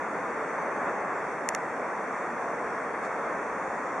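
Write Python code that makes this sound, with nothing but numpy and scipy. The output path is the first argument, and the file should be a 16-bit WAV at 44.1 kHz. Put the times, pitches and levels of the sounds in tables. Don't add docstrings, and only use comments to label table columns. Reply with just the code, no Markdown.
import sys
import numpy as np
from scipy import signal
from scipy.fft import rfft, irfft, next_fast_len
from scipy.io import wavfile
from scipy.ndimage import uniform_filter1d, map_coordinates

SR = 44100
rng = np.random.default_rng(int(sys.argv[2]) if len(sys.argv) > 2 else 0)


def to_wav(sig):
    pcm = np.clip(np.atleast_2d(sig), -1, 1) * 32767
    pcm = np.round(pcm).astype(np.int16)
    wavfile.write(sys.argv[1], SR, pcm.T)


N = 176400
T = np.arange(N) / SR


def amp(db):
    return 10 ** (np.asarray(db) / 20)


def unit(x):
    return x / np.sqrt(np.mean(x ** 2) + 1e-20)


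def along(points, hz):
    freqs, values = np.transpose(points)
    return np.interp(np.log(hz + 1), np.log(freqs + 1), values)


def bell(x, centre, width):
    return np.exp(-.5 * ((x - centre) / width) ** 2)


def wobble(rate):
    knots = rng.standard_normal(int(N * rate / SR) + 4)
    return map_coordinates(knots, [T * rate], mode="nearest")


def filtered(x, response):
    size = next_fast_len(N + SR // 2)
    return irfft(rfft(x, size) * response(np.fft.rfftfreq(size, 1 / SR)), size)[..., :N]


def rush(colour, coherence, patchy_db=0):
    spectra = signal.stft(rng.standard_normal((2, N)), nperseg=1024)[2]
    patches = uniform_filter1d(rng.standard_normal(spectra.shape[1:]), size=7, axis=0)
    patches = unit(uniform_filter1d(patches, size=12, axis=1))
    pair = signal.istft(spectra * amp(patchy_db * patches), nperseg=1024)[1][:, :N]
    spread = lambda hz: np.arccos(np.clip(along(coherence, hz), -1, 1)) / 2
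    mid, side = filtered(pair, lambda hz: colour(hz) * np.array([np.cos(spread(hz)), np.sin(spread(hz))]))
    return unit(np.array([mid + side, mid - side]))


# (frequency [Hz], relative level [dB])
HISS_SPECTRUM = [(1500, -29), (2700, -6.5), (3400, 0.5), (4500, -5), (6100, 3), (7500, -1.5), (9000, -5),
                 (10200, -10.5), (11100, -21.5), (11800, -36), (14000, -42)]
# (frequency [Hz], left-right coherence [0-1])
TREBLE_COHERENCE = [(3000, 0.47), (6000, 0.35), (10000, 0.21)]

def microphone_hiss(level_db=-58):
    return amp(level_db) * rush(lambda hz: amp(along(HISS_SPECTRUM, hz)), TREBLE_COHERENCE, patchy_db=1.5)


# (frequency [Hz], relative level [dB])
BRUSH_SPECTRUM = [(2000, -20), (3500, 4), (7000, 7), (10200, -3), (12000, -32)]

def hand_brush(peak_s=3.05, width_s=.02, level_db=-55.5):
    friction = rush(lambda hz: amp(along(BRUSH_SPECTRUM, hz)), TREBLE_COHERENCE)
    return amp(level_db) * bell(T, peak_s, width_s) * friction


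# (peak time [s], length [s], pitch [Hz], bandwidth [Hz], level [dB])
SINGING_TONES = [(.59, 0.18, 6083, 32, -63), (1.0, .12, 6083, 90, -72), (1.172, .03, 7430, 260, -61),
                 (3.68, .35, 6760, 500, -66)]

def high_singing():
    return sum(amp(db) * bell(T, peak_s, length / 2)
               * rush(lambda hz: bell(hz, pitch, bandwidth / 2), TREBLE_COHERENCE)
               for peak_s, length, pitch, bandwidth, db in SINGING_TONES)


# (pitch [Hz], width [Hz], level [dB])
MOTOR_BANDS = [(60.5, 6.4, -71), (446, 16, -56)]
# (frequency [Hz], left-right coherence [0-1])
TOWN_COHERENCE = [(50, 0.82), (150, 0.94), (550, 0.96), (1100, 0.94), (2000, 0.83), (2800, 0.76)]

def motors():
    return sum(amp(db) * rush(lambda hz: bell(hz, pitch, width), TOWN_COHERENCE)
               for pitch, width, db in MOTOR_BANDS)


# (frequency [Hz], press level [dB], release level [dB], t60 [s])
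PART_MODES = [(2020, -7.5, -5.5, .011), (2480, -9, -10, .005), (3500, -21, -18, .003),
              (4550, -23, -15, .006), (5900, -6.5, -4.5, .0045), (6520, -20, -9, .009),
              (7050, .5, -9, .0036), (8750, -11, -12, .005), (9750, -8.5, -16, .0045),
              (10800, -8.5, -16, .003), (15000, -12, -26, .002)]
# (time [s], gain [dB], left over right [dB], press or release [0 or 1])
CONTACTS = [(1.4891, -11, 1, 0), (1.5368, -39, 0, 0), (1.5478, -29, -4, 0), (1.5492, -14.5, -5, 1),
            (1.562, -38, 0, 0)]

def clicks(attack_s=.0001, right_lag_s=.000025, low_cut_hz=1100):
    out = np.zeros((2, N))
    for channel, side in enumerate((1, -1)):
        t = np.maximum(np.arange(SR // 10) / SR - channel * right_lag_s, 0)
        attack = 1 - np.exp(-t / attack_s)
        decay = lambda t60: amp(-60 * t / t60)
        mode = lambda hz, db, t60: amp(db + rng.normal(0, 1)) * decay(t60) * np.sin(2 * np.pi * hz * t)
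        for start_s, gain_db, pan_db, release in CONTACTS:
            ring = sum(mode(hz, release_db if release else press_db, t60)
                       for hz, press_db, release_db, t60 in PART_MODES)
            noise = uniform_filter1d(rng.standard_normal(len(t)), size=3)
            crack = amp(-11) * decay(t60=.006) * noise
            rattle = amp(-34) * decay(t60=.06) * noise
            spring = release * mode(hz=13930, db=-42, t60=.06)
            contact = attack * (ring + crack + rattle + spring)
            out[channel, round(start_s * SR):][:len(t)] += amp(gain_db + side * pan_db / 2) * contact
    return signal.sosfilt(signal.butter(2, low_cut_hz, "high", fs=SR, output="sos"), out)


# (frequency [Hz], relative level [dB])
ROAR_SPECTRUM = [(15, -69), (25, -39.5), (49, -34.5), (97, -23), (183, -8), (306, -4), (359, -5.5),
                 (447, -0.5), (780, -1.5), (1090, -0.5), (1500, -5.5), (1800, -6.5), (2200, -12),
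                 (2570, -21.5), (2900, -35), (3770, -61.5), (6380, -120)]
# (time [s], level [dB])
TRAFFIC_FLOW = [(0, -32), (.4, -31.5), (.68, -31), (.77, -31.5), (.82, -30), (.885, -29), (.925, -31.5),
                (1.15, -31), (1.4, -32.5), (2.1, -32), (2.7, -32), (3.2, -31.5), (3.7, -32.5), (4, -32)]

def traffic_roar(shelf_hz=1100, shelf_db_per_db=.37, drift_db=.05):
    flow_db = np.interp(T, *np.transpose(TRAFFIC_FLOW)) - drift_db * wobble(rate=6.5)
    roar = rush(lambda hz: amp(along(ROAR_SPECTRUM, hz)), TOWN_COHERENCE, patchy_db=.5)
    highs = filtered(roar, lambda hz: hz ** 2 / (hz ** 2 + shelf_hz ** 2))
    lows = roar - highs
    shelf_db = shelf_db_per_db * (flow_db - flow_db.mean())
    return amp(flow_db) * (lows + amp(shelf_db) * highs)


def scene():
    town = (traffic_roar() + motors() + high_singing()) * amp([[.12], [-.12]])
    hiss = microphone_hiss() * amp([[-.4], [.4]])
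    return town + hiss + clicks() + hand_brush()


# (frequency [Hz], width [Hz], depth [dB])
MIC_NOTCHES = [(3004, 68, 15.5), (3995, 139, 15.5), (5040, 127, 20)]
# (frequency [Hz], gain [dB])
MIC_TOP_END = [(11400, 0), (12000, -12), (14500, -10), (16000, -26)]

def record(dry, high_cut_hz=16000):
    def response(hz):
        notch_db = sum(depth * bell(hz, centre, width) for centre, width, depth in MIC_NOTCHES)
        high_cut = 1 / np.sqrt(1 + (hz / high_cut_hz) ** 80)
        return amp(along(MIC_TOP_END, hz) - notch_db) * high_cut
    return filtered(dry, response)


dry = scene()
out = record(dry)
to_wav(out)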